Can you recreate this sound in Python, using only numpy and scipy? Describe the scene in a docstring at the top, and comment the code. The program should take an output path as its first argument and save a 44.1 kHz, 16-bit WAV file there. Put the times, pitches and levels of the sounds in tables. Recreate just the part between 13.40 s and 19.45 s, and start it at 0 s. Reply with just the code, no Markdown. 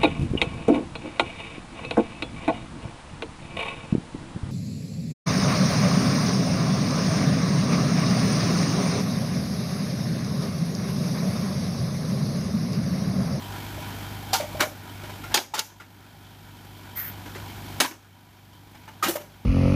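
"""A diesel tractor runs at a nearly steady speed while its backhoe bucket works broken brick and stone.
First come a few bumps and light cracks, then harder blows near 2 s, a short valve hiss at 3.6 s,
the hardest crack at 4.4 s and a last crumbling run before 6 s. Engine: sine tones and pulsing noise.
Stones: bursts of grainy noise with wobbling notes for the lumps. Bucket: resonances struck by the blows.
Hard blows make the gain control turn everything down, so the engine drops away and slowly swells back."""
import sys
import numpy as np
from scipy import signal
from scipy.fft import rfft, irfft, next_fast_len
from scipy.io import wavfile

SR = 44100
rng = np.random.default_rng(int(sys.argv[2]) if len(sys.argv) > 2 else 0)


def output_pcm(signal):
    """Save a mono or channel-first signal as 16-bit PCM at the path in sys.argv[1].

    Samples are clipped to [-1, 1] before scaling.
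    """
    pcm = np.clip(np.atleast_2d(signal).T, -1, 1) * 32767
    wavfile.write(sys.argv[1], SR, np.round(pcm).astype(np.int16))


N = 266805
TIME = np.arange(N) / SR


def from_db(db):
    """Turn decibels into a gain."""
    return 10 ** (np.asarray(db) / 20)


def rms_one(x):
    """Scale a sound to an rms (average strength) of 1."""
    return x / np.sqrt(np.mean(x ** 2) + 1e-20)


def in_time(rows):
    """Read a (time [s], value) curve at every sample."""
    times, values = np.transpose(rows)
    return np.interp(TIME, times, values)


def at_hz(points, hz):
    """Read a (frequency [Hz], value) curve on a log-frequency axis."""
    frequencies, values = np.transpose(points)
    return np.interp(np.log(hz), np.log(frequencies), values)


def coloured(x, spectrum):
    """Filter a sound by a (frequency [Hz], level [dB]) curve and scale it to rms 1."""
    size = next_fast_len(len(x))
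    frequencies = np.fft.rfftfreq(size, 1 / SR) + 1   # the 1 avoids log(0)
    gain = from_db(at_hz(spectrum, frequencies))
    return rms_one(irfft(rfft(x, size) * gain, size)[:len(x)])


def drift(rate, size=N):
    """Smooth random wandering of rms 1, with `rate` new values per second."""
    knots = rng.standard_normal(int(size / SR * rate) + 3)
    position = np.arange(size) / SR * rate
    return rms_one(np.interp(position, np.arange(len(knots)), knots))


def resonate(x, hz, width_hz):
    """Ring at one frequency: a two-pole resonance with gain 1 at its peak."""
    r = np.exp(-np.pi * width_hz / SR)
    feedforward = np.array([1, 0, -1]) * (1 - r * r) / 2
    feedback = [1, -2 * r * np.cos(2 * np.pi * hz / SR), r * r]
    return signal.lfilter(feedforward, feedback, x + 1e-18)


def swell_and_die(t, rise, t60):
    """Loudness of a blow: it rises over `rise` seconds and decays by 60 dB in `t60` seconds."""
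    return (1 - np.exp(-t / rise)) * np.exp(-np.log(1000) * t / t60)


def add(out, start_s, sound):
    """Mix a sound in at a given time."""
    at = round(start_s * SR)
    out[at:at + len(sound)] += sound[:N - at]


def cylinder_knock(crank, rise=0.00059, t60=0.099):
    """Four cylinders fire in turn, each with a noisy knock of its own that repeats every cycle."""
    half_turns = np.floor(crank / np.pi).astype(int)
    firings = np.flatnonzero(np.diff(half_turns)) + 1
    t, out = TIME[:SR // 12], np.zeros(N)
    for cylinder in range(4):
        own = firings[cylinder::4]
        clicks = np.zeros(N)
        clicks[own] = from_db(2 * rng.standard_normal(len(own)))   # uneven strength
        knock = rng.standard_normal(len(t)) * swell_and_die(t, rise, t60)
        out += signal.oaconvolve(clicks, knock)[:N]
    return rms_one(out)


def exhaust(crank, waver_db=1.0, slip=0.12):
    """The exhaust hums at multiples of the crank rate; each tone wavers in strength and timing."""
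    # exhaust note: (multiple of the crank rate, relative level [dB])
    exhaust_orders = [(1, -34), (2, -10.5), (3, -31), (4, 0.5), (5, -12.5), (6, -9), (7, -15), (8, -11.5),
                      (9, -23.5), (10, -14), (11, -26), (12, -17)]
    hum = np.zeros(N)
    for k, db in exhaust_orders:
        phase = k * crank + rng.uniform(0, 2 * np.pi) + slip * np.sqrt(k) * drift(22)
        hum += from_db(db + waver_db * drift(20)) * np.sin(phase)
    return rms_one(hum)


def clatter(crank):
    """Cylinder knock over the even rush of fan and gears gives a broad clatter."""
    # clatter spectrum: (frequency [Hz], relative level per Hz [dB])
    clatter_spectrum = [(30, -22), (45, -4), (65, 2.5), (120, -3), (200, -0.5), (310, -0.5), (550, -14.5),
                        (760, -5), (1150, -13), (2000, -14), (4000, -17.5), (9500, -26.5), (12000, -20),
                        (15500, -24)]
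    shake = 0.6 * cylinder_knock(crank) + rng.standard_normal(N)
    return coloured(shake, clatter_spectrum)


def block_ringing(crank, panel_db=3.0):
    """Knock and rush set the engine block and panels ringing, with a wandering strength."""
    # ringing of block and panels: (frequency [Hz], width [Hz], relative level [dB])
    block_modes = [(818.5, 21, -5), (959, 77, 1), (1415, 250, 0.5), (2230, 200, -4.5), (3090, 260, -4.5)]
    shake = cylinder_knock(crank) + rng.standard_normal(N)
    ringing = np.zeros(N)
    for hz, width_hz, db in block_modes:
        ringing += from_db(db + panel_db * drift(20)) * rms_one(resonate(shake, hz, width_hz))
    return rms_one(ringing)


def engine(exhaust_db=-37.5, clatter_db=-38.5, block_db=-4):
    """Two firings a turn drive low exhaust tones, a pulsing clatter and the ringing block."""
    # governed engine speed: (time [s], crank turns per second [1/s])
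    speed = [(0, 24.8), (.85, 24.9), (1.15, 24.55), (1.9, 24.9), (2.4, 24.65), (3.05, 24.95), (3.5, 24.6),
             (4.3, 24.75), (6.05, 24.7)]
    # level of the engine over time: (time [s], level [dB])
    engine_level = [(0, -1.5), (0.55, -0.4), (0.88, -2.5), (1.15, 3.5), (3.0, 4.5), (4.35, 5.5), (5.45, 5),
                    (6.05, 0)]
    crank = 2 * np.pi * np.cumsum(in_time(speed)) / SR
    mechanical = clatter(crank) + from_db(block_db) * block_ringing(crank)   # block level is against the clatter
    running = from_db(exhaust_db) * exhaust(crank) + from_db(clatter_db) * mechanical
    return from_db(in_time(engine_level)) * running


def valve(opens_s=3.554, start_db=-14.5, fall_db_per_s=100, flutter_db=1.5):
    """A short, very high hiss as the boom changes direction: the valve opens, the pressure falls, it shuts."""
    # oil squeezing through the valve: (frequency [Hz], relative level per Hz [dB])
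    hiss_spectrum = [(1000, -16), (1500, -4.5), (2100, -3), (2700, -18.5), (5500, -19), (9000, -22.5),
                     (11700, -16), (12300, 3), (14000, 0.5), (15500, -7.5)]
    attack_s, hold_s, release_s = 0.023, 0.12, 0.047
    t = TIME - opens_s
    opening = np.interp(t, np.cumsum([0, attack_s, hold_s, release_s]), [0, 1, 1, 0])
    level_db = start_db - fall_db_per_s * np.maximum(t - attack_s, 0)
    hiss = coloured(rng.standard_normal(N), hiss_spectrum)
    return opening * from_db(level_db + flutter_db * drift(100)) * hiss


def yard(x, wet_db=-23, rise=0.054, t60=0.31):
    """Walls and the heap scatter the sound into a short, thin tail."""
    # tail of the yard: (frequency [Hz], relative level [dB])
    tail_spectrum = [(100, 8), (600, 5), (2000, 0.5), (4300, -2), (5700, 6), (8000, 5), (13000, -10)]
    t = TIME[:SR]
    tail = coloured(rng.standard_normal(len(t)), tail_spectrum) * swell_and_die(t, rise, t60)
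    return x + from_db(wet_db) * signal.fftconvolve(x, tail / np.linalg.norm(tail))[:N]


def bumps(push_s=0.00153):
    """The bucket bumps the heap: each force is one smooth push, soft enough to stir mainly low notes."""
    # bumps against the heap: (time [s], level of the push [dB])
    bump_table = [(0.378, 4.5), (1.031, 10.5), (1.147, 13), (1.214, 27), (1.272, 20), (1.634, 10)]
    out, t = np.zeros(N), TIME[:SR // 100]
    push = np.sin(np.pi * np.minimum(t / push_s, 1)) ** 2
    for start_s, db in bump_table:
        add(out, start_s, from_db(db) * push)
    return out


def bucket(force, ring_db=-3, chatter_db=3.0, chatter_s=0.00015):
    """Blows set the steel ringing; the rubble damps it and makes it chatter in strength and timing."""
    # notes of the steel bucket: (frequency [Hz], relative level [dB], time to decay by 60 dB [s])
    steel_modes = [(612, -4.5, 0.29), (773, -14, 0.091), (1098, -20.5, 0.29), (1650, -7, 0.071),
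                   (2140, -8, 0.13), (2257, 7, 0.11), (2886, 4, 0.11), (3065, -4, 0.038), (3960, -6, 0.081),
                   (5157, -29.5, 0.19), (8576, -24, 0.09), (9986, -21, 0.15)]
    ring = np.zeros(N)
    for hz, db, t60 in steel_modes:
        width_hz = np.log(1000) / (np.pi * t60)   # a quick decay means a wide resonance
        ring += from_db(db) * resonate(force, hz, width_hz)
    level = from_db(ring_db + chatter_db * drift(89.95))
    return level * np.interp(TIME + chatter_s * drift(110), TIME, ring)


def contacts():
    """List every touch of the bucket on stone, hard or quiet, with the same eight columns."""
    # the bucket breaks a stone and knocks a lump loose: (time [s], level [dB], rise [s],
    # crumbling time to decay by 60 dB [s], weight in the low mids [dB], dust in the treble [dB],
    # note of the lump [Hz], level of the note against the blow [dB])
    blow_table = [ (0.930, -18, 0.0054, 0.19, -1.5, -3, 768, 4.5), (0.946, -25.5, .003, .19, 4, 8, 901, 15),
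                  (0.999, -31, .004, 0.22, 16, 4, 596, 12.5),
                  (1.203, -9.5, 0.0084, 0.11, 13.5, 1, 606, -2.5),
                  (1.941, 4, 0.0019, 0.14, 0, -2.5, 856, -3),
                  (1.970, -2.5, .0012, .12, 4, -20, 356.3, -1.5),
                  (2.137, -8.5, 0.006, 0.16, 6.5, -2, 864, 5), (2.178, -10.5, 0.0036, 0.14, 5, -2, 1384, 0),
                  (2.191, -4.5, .0012, 0.047, -13.5, -6, 875, -6),
                  (4.401, 6, 0.004, .15, 5.5, 1.5, 262.4, -4), (4.442, -6, .0008, 0.1, 17, -10, 973, 5),
                  (5.625, -7.5, 0.012, .2, 10.5, 3.5, 1248, 4.5),
                  (5.660, -15.5, 0.0037, 0.18, 14, 4, 211, 6), (5.682, -11, .0011, 0.21, 8, 14.5, 337, 9),
                  (5.754, -19.5, .0007, 0.11, 16, 14, 593, 12.5)]
    # quieter touches of the bucket on stone: (time [s], level [dB], note of the lump [Hz])
    touch_table = [(1.194, -27.5, 606), (1.633, -37.5, 355), (1.690, -38.5, 370), (1.836, -34, 1400),
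                   (1.909, -34, 894), (2.398, -27, 1387), (3.857, -33.5, 304), (3.947, -30, 370),
                   (4.507, -22, 332), (5.345, -32.5, 830), (5.477, -28.5, 883), (5.801, -33, 425)]
    # the quieter touches share one rise, decay and colour
    rise, t60, weight_db, dust_db, note_db = 0.003, 0.17, 17, 0, 6
    touches = [(start_s, db, rise, t60, weight_db, dust_db, hz, note_db) for start_s, db, hz in touch_table]
    return list(blow_table) + touches


def knocks(rise=0.0016, t60=0.14, rattle=0.64, rattle_db=3.0):
    """A lump rings briefly with two notes and rocks against its neighbours, which roughens them."""
    out, t = np.zeros(N), TIME[:SR // 2]
    for start_s, db, *_, hz, note_db in contacts():
        for ratio, mode_db in ((1, 0), (1.56, -10)):   # main note and overtone [dB]
            note = np.sin(2 * np.pi * hz * ratio * t + rattle * drift(199, size=len(t)))
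            level_db = db + note_db + mode_db + rattle_db * drift(195, size=len(t))
            add(out, start_s, note * from_db(level_db) * swell_and_die(t, rise, t60))
    return out


def colour_db(hz, weight_db, dust_db, dust_hz=8200):
    """The weight of a stone shapes the thud and clank; its dry dust shapes the treble above dust_hz."""
    # where a heavy stone adds its weight: (frequency [Hz], share of the weight [ratio])
    weight_share = [(270, 0.94), (750, 0.8), (1900, 1.01), (4200, 0.13)]
    return weight_db * at_hz(weight_share, hz) + dust_db / (1 + (dust_hz / hz) ** 4)


def fracture_bands():
    """Split the range from 110 Hz to 16 kHz into filters, each with its middle frequency."""
    edges = np.geomspace(110, 16000, 19)
    bands = []
    for low, high in zip(edges, edges[1:]):
        bands.append((signal.butter(2, (low, high), "band", fs=SR, output="sos"), np.sqrt(low * high)))
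    return bands


def fracture_noise(size, grain_db=2.0, lumpy_db=1.5, stone_db=3.0):
    """Two grainy noises of one stone, which has its own uneven spectrum."""
    stone_hz = np.geomspace(900, 15000, 160)
    stone = list(zip(stone_hz, stone_db * rng.standard_normal(len(stone_hz))))
    grains = from_db(grain_db * drift(2500, size=size) + lumpy_db * drift(200, size=size))
    return [coloured(rng.standard_normal(size) * grains, stone) for _ in range(2)]


def blows(grit_s=0.049, grit_grain_db=1.0, grit_db=-22, grit_per_dust=0.36):
    """Each contact is a grainy burst that fades as the stone crumbles; grit trickles after it."""
    # crunch shared by all contacts: (frequency [Hz], relative level per Hz [dB])
    crunch_spectrum = [(100, -19), (170, -10.5), (280, -0.5), (480, -2.5), (820, 4.5), (1080, -0.5),
                       (1320, 2.5), (1900, -1.5), (3400, 2.5), (4700, 2.5), (7000, 0.5), (8500, -6.5),
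                       (12500, -5.5), (15500, -8)]
    # trickling grit: (frequency [Hz], relative level per Hz [dB])
    grit_spectrum = [(300, -13), (700, -1), (2000, -3), (4500, -13), (5700, 10), (8500, -4.5), (12000, 9),
                     (15500, -1)]
    out, t = np.zeros(N), TIME[:SR // 4]
    head = round(0.03 * SR)   # the first 30 ms set the level of a burst
    bands = fracture_bands()
    # loosened grit slides for a moment and comes to rest
    trickle = t / grit_s * np.exp(0.5 - 0.5 * (t / grit_s) ** 2)
    for start_s, db, rise, t60, weight_db, dust_db, *_ in contacts():
        fractures = fracture_noise(len(t))
        envelope = swell_and_die(t, rise, t60)
        burst = np.zeros(len(t))
        for k, (band_filter, hz) in enumerate(bands):
            band_db = at_hz(crunch_spectrum, hz) + colour_db(hz, weight_db, dust_db)
            # neighbouring bands take turns with the two noises
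            band = rms_one(signal.sosfilt(band_filter, fractures[k % 2]) * envelope)
            burst += np.sqrt(hz) * from_db(band_db) * band   # wider bands carry more energy
        burst /= np.std(burst[:head])
        grains = from_db(grit_grain_db * drift(1300, size=len(t)))
        grit = coloured(rng.standard_normal(len(t)) * grains, grit_spectrum)
        grit_level = from_db(grit_db + grit_per_dust * dust_db)   # dusty stones shed more
        add(out, start_s, from_db(db) * (burst + grit_level * grit * trickle))
    return out


def scene():
    """Engine, hydraulics and digging, with the tail of the yard on the digging."""
    crunch = blows()
    digging = crunch + bucket(crunch + bumps()) + knocks()
    return (engine() + valve() + yard(digging))[None]


def gain_control(x, limit_db=-21.0, share=0.87, recover_db_per_s=6.5, window_s=0.018, ahead_s=0.0039):
    """The gain drops by most of the excess once the short-term level passes the limit, then creeps back."""
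    size = int(window_s * SR)
    ahead = int(ahead_s * SR)   # the level is read slightly early
    power = signal.fftconvolve(x[0] ** 2, np.ones(size) / size)[ahead:][:N]
    excess_db = np.maximum(10 * np.log10(np.abs(power) + 1e-12) - limit_db, 0)
    cut_db = share * excess_db
    recovered_db = recover_db_per_s * TIME
    # the deepest cut so far holds, less what has crept back since
    return x * from_db(recovered_db - np.maximum.accumulate(cut_db + recovered_db))


def record(dry):
    """Gain control, softly rounded peaks and a steep top cut."""
    rounded = np.tanh(gain_control(dry))
    top_cut = signal.ellip(12, 0.2, 80, 15200, fs=SR, output="sos")   # cutoff 15200 Hz
    return signal.sosfilt(top_cut, rounded)


dry = scene()
out = record(dry)
output_pcm(out)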